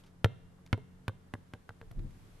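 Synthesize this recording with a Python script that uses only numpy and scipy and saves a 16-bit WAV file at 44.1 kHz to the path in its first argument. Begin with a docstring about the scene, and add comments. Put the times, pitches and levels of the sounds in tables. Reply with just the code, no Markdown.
"""A paved drive among trees and houses, a stereo microphone close to a dropped basketball.
The ball bounces ever lower and faster: each bounce is a rubber slap, a deep thump of the shell and a
faint ping of the air inside. A nearby surface answers, and the yard adds a thin tail.
An engine hums far off, clothes rustle, hands and grit tick, and near the end a puff of wind
buffets the microphone."""
import sys
import numpy as np
from scipy import signal
from scipy.fft import rfft, irfft
from scipy.io import wavfile

SR = 44100
rng = np.random.default_rng(int(sys.argv[2]) if len(sys.argv) > 2 else 0)


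def output_pcm(signal):
    """Save a mono or channel-first signal as 16-bit PCM at the path in sys.argv[1].

    Samples are clipped to [-1, 1] before scaling.
    """
    pcm = np.clip(np.atleast_2d(signal).T, -1, 1) * 32767
    wavfile.write(sys.argv[1], SR, np.round(pcm).astype(np.int16))


N = 105840


def amp(db):
    """Decibels to amplitude."""
    return 10 ** (np.asarray(db) / 20)


def unit(x):
    """Scales to an rms of one."""
    return x / np.sqrt(np.mean(x ** 2) + 1e-20)


def read(points, hz, column=1):
    """Reads one column of a table on a log-frequency axis."""
    table = np.transpose(points)
    return np.interp(np.log(hz + 1), np.log(table[0]), table[column])


def level(curve):
    """Gain over time from a dB curve."""
    return amp(np.interp(np.arange(N) / SR, *np.transpose(curve)))


def add(mix, start_s, sound):
    """Mixes a sound in at its start time."""
    part = mix[..., max(round(start_s * SR), 0):][..., :sound.shape[-1]]
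    part += sound[..., :part.shape[-1]]


def colour(x, spectrum, tilt_db=0, tilt_from_hz=1500, size=4096):
    """Minimum-phase filter from a spectrum, with the treble tilted by tilt_db per octave."""
    hz = abs(np.fft.fftfreq(size, 1 / SR))
    octaves = np.log2(np.maximum(hz / tilt_from_hz, 1))
    log_gain = np.log(amp(read(spectrum, hz) + tilt_db * octaves))
    taps = np.fft.ifft(np.exp(np.conj(signal.hilbert(log_gain)))).real
    return signal.fftconvolve(x, taps[:size // 2])[:len(x)]


def fade(t, t60):
    """Exponential decay, 60 dB down at t60."""
    return np.exp(-np.log(1000) * t / t60)


def rise(t, rise_s):
    """Soft onset from zero towards one."""
    return 1 - np.exp(-t / rise_s)


def ring(t, hz, db, t60):
    """One dying mode."""
    return amp(db) * fade(t, t60) * np.sin(2 * np.pi * hz * t)


def burst(t, t60):
    """A dying puff of noise with an energy of one."""
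    puff = rng.standard_normal(len(t)) * fade(t, t60)
    return puff / np.linalg.norm(puff)


def noise(spectrum, likeness):
    """Steady stereo noise with an rms of one, a given spectrum and left-right likeness (0 to 1)."""
    left, other = rfft(rng.standard_normal((2, N)))
    right = likeness * left + np.sqrt(1 - likeness ** 2) * other
    gain = amp(read(spectrum, np.fft.rfftfreq(N, 1 / SR)))
    return unit(irfft(np.array([left, right]) * gain, N))


# Open air all around the drive: freq_hz, gain_db
AIR_COLOUR = [(12, -40.5), (20, 4.5), (49, -15), (185, -10), (236, -16.5), (451, -18), (592, -20.5),
              (1850, -28.5), (2630, -37), (2850, -34.5), (4280, -38.5), (12000, -42), (13000, -50)]
# How alike air and rustle are on the microphone's two sides: freq_hz, likeness
STEREO_LIKENESS = [(30, 0.7), (150, 1), (600, 0), (2000, 0.11), (10000, 0.03)]
# Clothes, loudest at the start and the end: time_s, level_db
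RUSTLE_LEVEL = [(0, -63), (.12, -111), (.3, -84), (1.5, -77), (1.9, -74), (2.15, -68), (2.4, -67)]
# Spectrum of the cloth: freq_hz, gain_db
RUSTLE_COLOUR = [(200, 9), (1200, 6.5), (3000, 2), (6000, -4), (12000, -6)]


def air_and_clothes(air_db=-63):
    """A steady outdoor hush with the rustle of clothes coming and going over it."""
    likeness = read(STEREO_LIKENESS, np.fft.rfftfreq(N, 1 / SR))
    air = amp(air_db) * noise(AIR_COLOUR, likeness)
    return air + level(RUSTLE_LEVEL) * noise(RUSTLE_COLOUR, likeness)


# Tones of an engine a long way off: pitch_hz, level_db
ENGINE_TONES = [(87, -66), (134, -70), (177.6, -65), (265, -76), (355, -84.5), (446.8, -79)]
# Their shared swell and fade: time_s, gain_db
ENGINE_SWELL = [(0, -2), (.9, 3.5), (1.5, -2), (2.4, -2.5)]


def far_engine(waver=0.013):
    """A distant engine hums, each tone wavering in pitch on its own."""
    t, hum = np.arange(N) / SR, np.zeros(N)
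    for hz, db in ENGINE_TONES:
        drift = sum(np.sin(2 * np.pi * (rate * t + rng.random())) for rate in np.geomspace(.5, 7, 12))
        pitch_hz = hz * (1 + waver * unit(drift))
        hum += amp(db) * unit(np.sin(2 * np.pi * np.cumsum(pitch_hz) / SR))
    return level(ENGINE_SWELL) * hum


# Wind right on the microphone, peaking near two seconds: time_s, level_db
WIND_LEVEL = [(0, -67.5), (.5, -68.5), (1.75, -65), (1.87, -54), (1.945, -53), (1.98, -37.5), (2.02, -39.5),
              (2.065, -39.5), (2.09, -49), (2.2, -56.5), (2.4, -58.5)]
# Spectrum of its rumble: freq_hz, gain_db
WIND_COLOUR = [(15, -10.5), (32, 11.5), (58, -11), (95, 2.5), (190, -11.5), (300, -17.5), (500, -30),
               (1000, -49), (4000, -83)]
# Its two strongest buffets: start_s, level_db, pitch_hz, t60_s
WIND_BUFFETS = [(1.983, -24.5, 162, 0.054), (2.047, -23, 94, 0.059)]


def wind():
    """Low turbulence at the microphone with two soft buffets."""
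    t = np.arange(SR // 4) / SR
    rumble = level(WIND_LEVEL) * noise(WIND_COLOUR, likeness=0.71)
    for start_s, db, hz, t60 in WIND_BUFFETS:
        add(rumble, start_s, rise(t, rise_s=.012) * ring(t, hz, db, t60))
    return rumble


# Hands, clothes and grit: start_s, level_db, tilt_db_per_octave, t60_s
TICKS = [(0.037, -27, -2, 0.1), (.062, -28.5, -0.5, 0.2), (0.502, -31.5, -19, 0.017),
         (0.5832, -26, -22.5, 0.083), (0.6631, -27.5, 0.5, 0.022), (.675, -31.5, -2, 0.0071),
         (0.7776, -40.5, 3, 0.013), (1.9159, -35, 3.5, 0.0041), (1.9927, -26.5, -3, 0.024),
         (2.1078, -35.5, -1.5, 0.019)]
# Spectrum of a tick before its tilt: freq_hz, gain_db
TICK_COLOUR = [(100, -28), (600, -2.5), (2000, -2.5), (4500, -4.5), (8000, -13.5), (13000, -15)]
# A soft hollow knock just after the second bounce: start_s, level_db
KNOCKS = [(0.7779, -47)]
# Modes of that knock: pitch_hz, gain_db, t60_s
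KNOCK_MODES = [(392, -12, 0.13), (423, 4, 0.081), (662, -0.5, 0.041), (900, -7, 0.046)]


def ticks_and_knock():
    """Light touches give short puffs of noise and one knock rings briefly, all in the centre."""
    t, touches = np.arange(SR // 4) / SR, np.zeros(N)
    for start_s, db, tilt_db, t60 in TICKS:
        add(touches, start_s, amp(db) * colour(burst(t, t60), TICK_COLOUR, tilt_db))
    for start_s, db in KNOCKS:
        add(touches, start_s, amp(db) * sum(ring(t, *mode) for mode in KNOCK_MODES))
    return touches


# Reverberation of the yard around the drive: freq_hz, gain_db, t60_s
YARD_TAIL = [(90, -53, 0.56), (170, -13, 0.88), (280, -19.5, 0.62), (500, -17.5, 0.34), (990, -22, 0.6),
             (2800, -26, 0.7), (4100, -24, 0.76), (6000, -27, 0.45), (12000, -59, 0.14)]


def yard_tail(x):
    """Trees and houses scatter a thin diffuse tail, different on each side of the microphone."""
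    hz, t, bands = signal.stft(rng.standard_normal((2, SR)), SR, nperseg=512)
    t60 = read(YARD_TAIL, hz, column=2)[:, None]
    decay = fade(t, t60) * np.sqrt(2 * np.log(1000) / (t60 * SR))  # equal energy for any t60
    gain = amp(read(YARD_TAIL, hz))[:, None]
    tail = signal.istft(bands * gain * decay, SR)[1]
    return signal.fftconvolve(x[None], tail, axes=1)[:, :N]


# What a surface near the ball sends back: freq_hz, gain_db
ECHO_COLOUR = [(100, -19), (250, -4), (480, 4), (900, -2), (1450, -2.5), (2500, -16.5), (5000, -14),
               (12000, -6.5)]


def near_echo(x, delay_s=.0131, gain_db=-12, scatter_db=-5):
    """One dull reflection from nearby, scattered differently from each spot where the ball lands."""
    t, echo = np.arange(SR // 10) / SR, np.zeros(len(x))
    path = amp(scatter_db) * burst(t, t60=0.017)
    path[0] += 1  # the clean reflection
    add(echo, delay_s, amp(gain_db) * signal.fftconvolve(x, colour(path, ECHO_COLOUR)))
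    return echo


# Rubber slapping the paving, heard close: freq_hz, gain_db
SLAP_COLOUR = [(40, -7.5), (150, -16), (350, 1), (700, 3.5), (1400, 5), (2300, 0.5), (3600, -5),
               (5000, -13), (8000, -18.5), (13000, -19.5)]
# The scattered slap in the microphone's side signal: freq_hz, gain_db
SLAP_SIDE_COLOUR = [(100, 15), (500, 2), (1400, 1), (3600, -7.5), (5000, -13), (8000, -19), (13000, -28)]
# Modes of the ball's shell: pitch_hz, gain_db, t60_s
SHELL_MODES = [(177, -20.5, 0.031), (236, -1, 0.029), (565, -18, 0.11), (728, -6.5, 0.015),
               (974, -23.5, 0.054)]
# Modes of the air inside the ball: pitch_hz, gain_db, t60_s
CAVITY_MODES = [(969, -3, .35), (1572, -1, .35), (2110, 4, .45), (2638, -5, .5), (2778, -5, 1.0),
                (3160, 2, .4), (3405, -8, .7), (3601, -11, .55), (3671, 1, .38), (4005, -6, .45),
                (4172, -10, .4), (5782, -16, .5)]
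THUMP_HZ, THUMP_T60_S, CLAP_T60_S = 104, .082, 0.02
SCATTER_MID_DB, SCATTER_SIDE_DB, SCATTER_T60_S = 1, -4, .019
ECHO_GROWTH = 0.1494  # dB of echo gained per dB that the slap is weaker, as the ball moves away


def bounce(thump_db, push_db, shell_db, hollow_db, hollow_hz, slap_db, body_db, bite_db, fizz_db,
           low_clap_hz, low_clap_db, high_clap_hz, high_clap_db, ping_db):
    """Rubber slaps the ground and claps out trapped air; the shell thumps and the air inside pings."""
    t = np.arange(SR) / SR
    slap_tone = [(515, body_db), (1520, 0), (3150, bite_db), (9200, fizz_db)]  # freq_hz, gain_db
    contact = amp(SCATTER_MID_DB) * burst(t, SCATTER_T60_S)
    contact[0] -= 1  # the sharp first impact
    slap = amp(slap_db) * colour(colour(contact, SLAP_COLOUR), slap_tone)
    clap = ring(t, low_clap_hz, low_clap_db, CLAP_T60_S)
    clap += ring(t, high_clap_hz, high_clap_db, CLAP_T60_S)
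    onset = rise(t, rise_s=.0015)
    pulse = onset * fade(t, THUMP_T60_S) * np.cos(2 * np.pi * THUMP_HZ * t)
    after_ring = rise(t, rise_s=.05) * ring(t, hz=129, db=-22, t60=.3)
    thump = amp(thump_db) * (pulse + after_ring)
    shell = onset * sum(ring(t, hz, db + shell_db, t60) for hz, db, t60 in SHELL_MODES)
    hollow = ring(t, hollow_hz, hollow_db, t60=0.083)
    ping = sum(ring(t, hz, db + ping_db + rng.standard_normal(), t60) for hz, db, t60 in CAVITY_MODES)
    mid = slap - clap + thump + shell + hollow + ping
    # The push of air and the scattered slap reach the two microphone ports unequally.
    push = onset * ring(t, hz=107, db=push_db, t60=0.025)
    scatter = colour(colour(burst(t, SCATTER_T60_S), SLAP_SIDE_COLOUR), slap_tone)
    side = push + amp(slap_db + SCATTER_SIDE_DB) * scatter
    return np.array([mid + side, mid - side]) + amp(-ECHO_GROWTH * slap_db) * near_echo(mid)


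# Eight landings close to the microphone: start_s, thump_db, push_db, shell_db, hollow_db, hollow_hz,
# slap_db, body_db, bite_db, fizz_db, low_clap_hz, low_clap_db, high_clap_hz, high_clap_db, ping_db
BOUNCES = [(0.2448, -11, -13, -45, -37, 443, 0, 3.5, 2, -1, 1380, -27.5, 2900, -45, -65),
           (.7290, -16, -15.5, -20.5, -33.5, 492, -2.5, -11, 1.5, -7.5, 1048, -28.5, 2163, -26.5, -70.5),
           (1.0810, -23, -29, -32, -47, 515, -9, 1.5, -1, -1.5, 1310, -44.5, 1550, -35, -75.5),
           (1.3383, -31.5, -47, -28, -68, 450, -16, 5.5, -4, 1.5, 1700, -41, 1966, -40, -83),
           (1.5366, -36.5, -54, -37, -51, 472, -20, 3, -1.5, -2, 790, -47, 1600, -42, -83.5),
           (1.6922, -38.5, -56, -67, -52.5, 459, -24, 2.5, 2.5, -3, 1480, -47.5, 1553, -41.5, -85),
           (1.8144, -44, -46, -50.5, -50.5, 435, -34, 10, 5.5, 0, 1644, -49.5, 1860, -53, -89),
           (1.9126, -41.5, -34, -65, -70, 620, -32.5, 2, -1.5, -1, 705, -50.5, 1350, -60.5, -99)]


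def basketball():
    """The dropped ball bounces ever lower, so the landings come quicker and softer."""
    ball = np.zeros((2, N))
    for start_s, *landing in BOUNCES:
        add(ball, start_s, bounce(*landing))
    return ball


def scene():
    """The ball and its reflections over the outdoor background."""
    ball = basketball()
    return air_and_clothes() + yard_tail(ball.mean(0)) + ticks_and_knock() + far_engine() + wind() + ball


def record(dry, cutoff_hz=13200):
    """The microphone's band limit takes off the highest treble."""
    lowpass = signal.firwin(401, cutoff_hz, window=("kaiser", 8), fs=SR)
    return signal.oaconvolve(dry, lowpass[None], "same")


dry = scene()
out = record(dry)
output_pcm(out)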